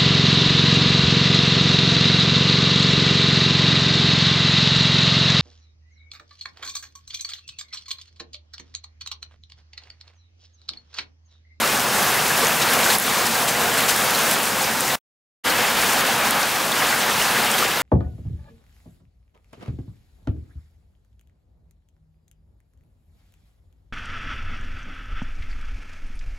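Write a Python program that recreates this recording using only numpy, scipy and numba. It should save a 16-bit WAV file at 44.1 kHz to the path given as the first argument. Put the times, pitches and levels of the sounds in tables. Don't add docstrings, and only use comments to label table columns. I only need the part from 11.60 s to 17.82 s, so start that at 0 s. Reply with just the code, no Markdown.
import sys
import numpy as np
from scipy import signal
from scipy.fft import rfft, irfft, next_fast_len
from scipy.io import wavfile
from scipy.ndimage import uniform_filter1d
from numba import njit

SR = 44100
rng = np.random.default_rng(int(sys.argv[2]) if len(sys.argv) > 2 else 0)


def dump_mix(stems):
    frames = np.atleast_2d(stems).T
    limited = np.clip(frames, -1, 1)
    pcm = np.round(limited * 32767).astype(np.int16)
    wavfile.write(sys.argv[1], SR, pcm)


N = 274302
T = np.arange(N) / SR
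M = next_fast_len(N)
F = np.maximum(np.arange(M // 2 + 1) * SR / M, 1.)

LEFT_DB = .5
TOP_HZ = 15730
MOVE_S = 3.6
BASS_HOLD = 0.34
CUT_S, CUT_STEP_DB, CUT_FALL_DB_PER_S, SILENT_S = 3.3558, -16, 560, 3.391
RESUME_S, FADE_IN_S = 3.836, 0.024


def undb(db):
    return 10 ** (np.asarray(db) / 20)


def level(x, db):
    return x * undb(db) / np.sqrt(np.mean(x ** 2))


def over_hz(table):
    hz, value = np.transpose(table)
    return np.interp(np.log(F), np.log(hz), value)


def walk(rate):
    k = int(SR / rate)
    steps = np.repeat(rng.standard_normal(N // k + 1), k)
    smooth = uniform_filter1d(uniform_filter1d(steps, k), k)
    return 1.23 * smooth[:N]


@njit
def grains(s, hz, decay_s, size, pan_db, glide, rise):
    out = np.zeros((2, N))
    for k in range(len(s)):
        start = int(s[k] * SR)
        z = size[k] * (1 + rise) * (1 + 1 / rise) ** rise + 0j
        side = 10 ** (pan_db[k] / 40)
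        n = int(5 * decay_s[k] * SR) + 2
        turn = np.exp(2j * np.pi * hz[k] / SR - 1 / (decay_s[k] * SR))
        bend = np.exp(2j * np.pi * hz[k] * glide / n / SR)
        gap = 1.
        close = np.exp(-1 / (rise * decay_s[k] * SR))
        for j in range(min(n, N - start)):
            gap *= close
            out[0, start + j] += (1 - gap) * z.imag * side
            out[1, start + j] += (1 - gap) * z.imag / side
            z *= turn
            turn *= bend
    return out


def scatter(s, db, hz, decay_s, pan_db, count, spread_s, detune, glide, rise):
    u = rng.random((len(s), count, 3)).T
    u[:, 0] = [[0], [.5], [0]]
    late, pitch, weak = u
    same = np.zeros_like(late)
    parts = (s + spread_s * late, hz * np.exp(detune * (pitch - .5)), decay_s + same,
             undb(db - 9.1 * weak), pan_db + same)
    return grains(*(p.ravel() for p in parts), glide, rise)


def shower(count, size, lo_hz, hi_hz, cycles, db, spread_db, spread_s, detune, pan_db):
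    when, pitch, strength, bearing, ring = rng.random((count, 5)).T
    hz = lo_hz * (hi_hz / lo_hz) ** pitch
    db = db + np.minimum(-spread_db * np.log(strength + 1e-9), 3.2 * spread_db)
    decay_s = cycles * (0.5 + 1.2 * ring) / hz
    return scatter(when * N / SR, db, hz, decay_s, LEFT_DB + pan_db * (bearing - .5),
                   count=size, spread_s=spread_s, detune=detune, glide=0.057, rise=.3)


def roar(treble_db, bass_db):
    # f/Hz, relative level per Hz/dB
    rain_colour = [(15, -57), (25, -19.5), (80, -12), (129, -7), (222, -2), (307, -4.5), (472, -3),
                   (635, -1.5), (746, 0), (1430, 0), (1550, -2.5), (1870, -2), (4540, -8), (13400, -12),
                   (15700, -13.5)]
    # f/Hz, width/Hz, boost/dB
    yard_resonances = [(133.6, 42, 4.5), (221.6, 58, 3.5), (499, 120, 4), (760, 190, 1.5), (885, 55, 1),
                       (1590, 100, 3.5), (1700, 66, 3)]
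    # f/Hz, side minus middle/dB
    stereo_width = [(60, -22), (110, -18.5), (200, -18), (380, -14), (700, -14), (1290, -13), (2380, -13.5),
                    (4400, -13.5), (8120, -15), (15000, -23.5)]
    # f/Hz, change/dB
    second_colour = [(50, 2.5), (130, -2.5), (300, 0), (600, -1), (1200, 1), (2000, 0.5), (3200, 2),
                     (6000, 0), (14000, 0)]
    colour_db = over_hz(rain_colour)
    for hz, width, db in yard_resonances:
        colour_db = colour_db + db / (1 + (2 * (F - hz) / width) ** 2)
    mid, side = (rfft(rng.standard_normal(M)) * undb(colour_db) for _ in range(2))
    side = side * undb(over_hz(stereo_width))
    second_hz, second_db = np.transpose(second_colour)

    centres = 30 * 2 ** np.arange(0, 9.6, .5)
    place = np.interp(np.log(F), np.log(centres), np.arange(len(centres)))
    gusts = [walk(25) for _ in range(7)]
    out = 0
    for k, hz in enumerate(centres):
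        share = np.clip(1 - abs(place - k), 0, 1)
        m = irfft(mid * share, M)[:N]
        s = irfft(side * share, M)[:N]
        bright = np.clip(np.log2(hz / 2000) / 1.8, 0, 1)
        deep = np.clip(np.log2(500 / hz), 0, 1)
        moved_db = (T > MOVE_S) * np.interp(np.log(hz), np.log(second_hz), second_db)
        flicker_db = 0.45 * gusts[k // 3] + .7 * walk(40)
        db = bright * treble_db + deep * bass_db + moved_db + flicker_db
        s = s * undb(1.9 * walk(12))
        out = out + undb(db) * np.array([m + s, m - s])
    return level(out, 0.76) * undb([[LEFT_DB / 2], [-LEFT_DB / 2]])


def patter():
    clicks = shower(count=600, size=4, lo_hz=4500, hi_hz=13700, cycles=1.3, db=-9.5, spread_db=5.0,
                    spread_s=0.022, detune=.3, pan_db=8.5)
    plops = shower(count=600, size=4, lo_hz=1407, hi_hz=4970, cycles=5.5, db=-10.5, spread_db=3.0,
                   spread_s=.03, detune=.35, pan_db=3.5)
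    taps = shower(count=450, size=4, lo_hz=707.7, hi_hz=1886, cycles=7.2, db=-12.0, spread_db=2.0,
                  spread_s=0.038, detune=.4, pan_db=7.5)
    return clicks, plops + taps


def spits():
    return shower(count=160, size=2, lo_hz=5500, hi_hz=14000, cycles=.7, db=3, spread_db=1.6,
                  spread_s=.012, detune=.4, pan_db=6.0)


def near_drops():
    # t/s, peak of the swell/dB, centre f/Hz, width/Hz, left minus right/dB
    hard_ticks = [(0.0768, -8, 6960, 10300, 7), (0.1969, -9, 7700, 9800, 3), (0.2044, -6, 7580, 9800, 5),
                  (0.5447, -6, 11800, 9800, 7), (0.6811, -5, 12170, 9400, 0), (0.6968, -10, 12280, 7200, 2),
                  (0.7766, -6, 11720, 7000, 0.1), (0.848, -4, 6780, 7200, 1.5),
                  (0.8705, -7.5, 6620, 1900, 3), (1.1364, -2.5, 12120, 6600, 5),
                  (1.2988, -12, 10200, 7000, 0.8), (1.3315, -7, 13640, 7000, -2.7),
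                  (1.385, -5, 10840, 1800, -0.1), (1.3994, -4, 11570, 7000, 3),
                  (1.4661, -7, 11300, 9400, 0.1), (1.657, -11, 7420, 9200, 0.9),
                  (1.6695, -9, 11180, 10200, 1.1), (1.8895, -14, 7530, 9200, 0.9),
                  (2.1414, -6, 9070, 9800, 1.2), (2.1788, -12, 9510, 8600, 0.2),
                  (2.1852, -9, 8700, 3000, 0), (2.2074, -6, 9980, 8400, 0.3), (2.3631, -4, 9940, 7200, -2),
                  (2.4449, -6, 11990, 11200, 0.1), (2.5074, -8, 11100, 7000, 0.4),
                  (2.5898, -7, 11250, 7000, -1), (2.713, -2, 10240, 9000, 0), (2.736, -7, 12670, 7000, 0.1),
                  (2.8324, -8, 8880, 7800, 3), (2.856, -8, 8370, 7000, 0.7), (3.0277, -7, 9370, 10200, -1),
                  (3.2076, -2.5, 9800, 6000, 3.5), (3.281, -7, 8650, 10000, -2.3),
                  (4.2176, -11, 8370, 7000, 6), (4.3344, -6, 10840, 6000, 0.6),
                  (4.3616, -9, 7260, 6600, -0.5), (4.4085, -9, 9200, 7400, 0.1),
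                  (4.709, -1.5, 10460, 6400, 2), (4.8316, -10, 5410, 2200, 2.4),
                  (5.1186, -7, 8810, 7000, 0.3), (5.6236, -7, 8770, 9800, 2),
                  (5.9157, -9, 9180, 1900, -0.2)]
    # t/s, peak of the swell/dB, starting f/Hz, decay/s, left minus right/dB
    hollow_rings = [(0.018, -17, 930, 0.0024, 1), (0.038, -16.5, 1200, 0.0046, 0.4),
                    (0.704, -17, 1680, 0.002, 5), (0.827, -20, 473, 0.0041, 2),
                    (1.018, -17, 3810, 0.0019, 4), (1.233, -17, 4050, 0.0022, 1.0),
                    (1.262, -14, 1500, 0.003, 3), (1.286, -21, 1520, 0.0051, 0.7),
                    (1.302, -16, 4100, 0.0015, -0.7), (1.348, -18, 1064, 0.0028, 0.3),
                    (2.39, -17.5, 1530, 0.0026, 0.3), (2.5485, -15, 4200, 0.00097, 0),
                    (3.901, -19, 4270, 0.0015, -6.9), (3.923, -21, 2910, 0.0025, 2),
                    (3.945, -23, 1655, 0.0044, 1.1), (4.18, -20, 1330, 0.0032, 0.4),
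                    (4.654, -20, 1000, 0.0021, 0.7), (5.112, -20, 1020, 0.0037, 4),
                    (5.12, -18, 3550, 0.0022, -4), (5.193, -23, 3010, 0.0042, 2),
                    (5.22, -17, 2000, 0.004, 0.3), (5.226, -21, 1260, 0.0035, -0.8),
                    (5.325, -20, 1950, 0.0025, 7), (5.326, -14, 1530, 0.0023, -0.5),
                    (5.436, -21, 750, 0.0047, 3), (5.488, -18, 1750, 0.0025, 1.2),
                    (5.509, -21, 3400, 0.0019, -0.3), (5.61, -21, 2850, 0.005, 0),
                    (5.94, -16.5, 3160, 0.0021, 2), (6.025, -15.5, 1240, 0.0026, 4),
                    (6.051, -20, 510, 0.004, 3)]
    s, db, hz, width, pan = np.transpose(hard_ticks)
    ticks = grains(s, hz, 1.9 / (np.pi * width), undb(db), pan, 0., 0.71)
    rings = scatter(*np.transpose(hollow_rings), count=3, spread_s=.012, detune=0.15, glide=0.022, rise=0.77)
    return ticks + rings


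def splashes():
    # t/s, rms level before the rise and tail/dB, f that sets the band/Hz, time scale/s, left minus right/dB
    runoff = [(1.012, -23, 4280, 0.029, 3), (1.299, -24, 4640, 0.028, 0), (1.657, -26, 5890, 0.029, 3),
              (1.874, -22.5, 5160, 0.036, 2), (2.173, -25.5, 6720, 0.022, 0.5),
              (2.28, -18.5, 5180, 0.04, 4.5), (2.708, -25, 6100, 0.025, -0.5),
              (5.978, -24.5, 5250, 0.026, -1)]
    out = np.zeros((2, N))
    for s, db, hz, length, pan in runoff:
        i, n = int(s * SR), int(.15 * SR)
        uneven_db = 2.5 * np.repeat(rng.standard_normal(n // 32 + 1), 32)[:n]
        noise = rng.standard_normal(n) * undb(uneven_db)
        age = np.arange(n) / SR / max(length, .004)
        shape = 3.67 * age * np.exp(1 - 2.97 * age)
        band = signal.butter(1, [hz / 4, min(1.9 * hz, .45 * SR)], "band", fs=SR, output="sos")
        spray = level(signal.sosfilt(band, noise), db) * shape
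        out[:, i:i + n] += (spray * undb([[pan / 2], [-pan / 2]]))[:, :N - i]
    return out


def scene():
    # t/s, level/dB, treble against the middle/dB (only its ups and downs are used)
    downpour = [(0.0, -20.5, -4.5), (0.27, -21, -4), (0.65, -20, -3.5), (0.95, -20, -3.5),
                (1.02, -18.5, -5.5), (1.355, -17, -4), (1.375, -24, -2.5), (1.48, -21.5, -3.5),
                (1.8, -22, -3.5), (2.0, -20.5, -4.5), (2.4, -19.5, -4), (2.64, -21, -3), (2.76, -22, -3.5),
                (3.35, -22, -3), (3.86, -20.5, -6), (4.2, -20.5, -3.5), (4.55, -20, -5.5),
                (5.05, -22.5, -4.5), (5.33, -21, -4.5), (5.4, -21, -4), (5.8, -20.5, -5), (5.97, -22, -3.5),
                (6.02, -19.5, -5.5), (6.09, -21.5, -5), (6.22, -21, -4.5)]
    s, *columns = np.transpose(downpour)
    rain_db, treble_db = (np.interp(T, s, c) for c in columns)
    treble_db = treble_db - treble_db.mean() + 0.69 * walk(50)
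    bass_db = -BASS_HOLD * (rain_db - rain_db.mean())
    clicks, plops = patter()
    wetter_db = 0.76 * (T > MOVE_S)
    far = roar(treble_db, bass_db) + (clicks + spits()) * undb(treble_db) + plops * undb(wetter_db)
    return far * undb(rain_db + 0.65 * walk(12)) + near_drops() + splashes()


def record(dry):
    dying = undb(CUT_STEP_DB - CUT_FALL_DB_PER_S * (T - CUT_S).clip(0))
    dying = dying * np.clip((SILENT_S - T) / 0.0065, 0, 1)
    back = np.sin(np.pi / 2 * np.clip((T - RESUME_S) / FADE_IN_S, 0, 1)) ** 1.7
    gain = np.where(T < CUT_S, 1, dying) + back
    heard = signal.sosfilt(signal.butter(2, 30, "high", fs=SR, output="sos"), dry) * gain
    return signal.sosfilt(signal.ellip(14, .2, 80, TOP_HZ, fs=SR, output="sos"), heard)


dry = scene()
out = record(dry)
dump_mix(out)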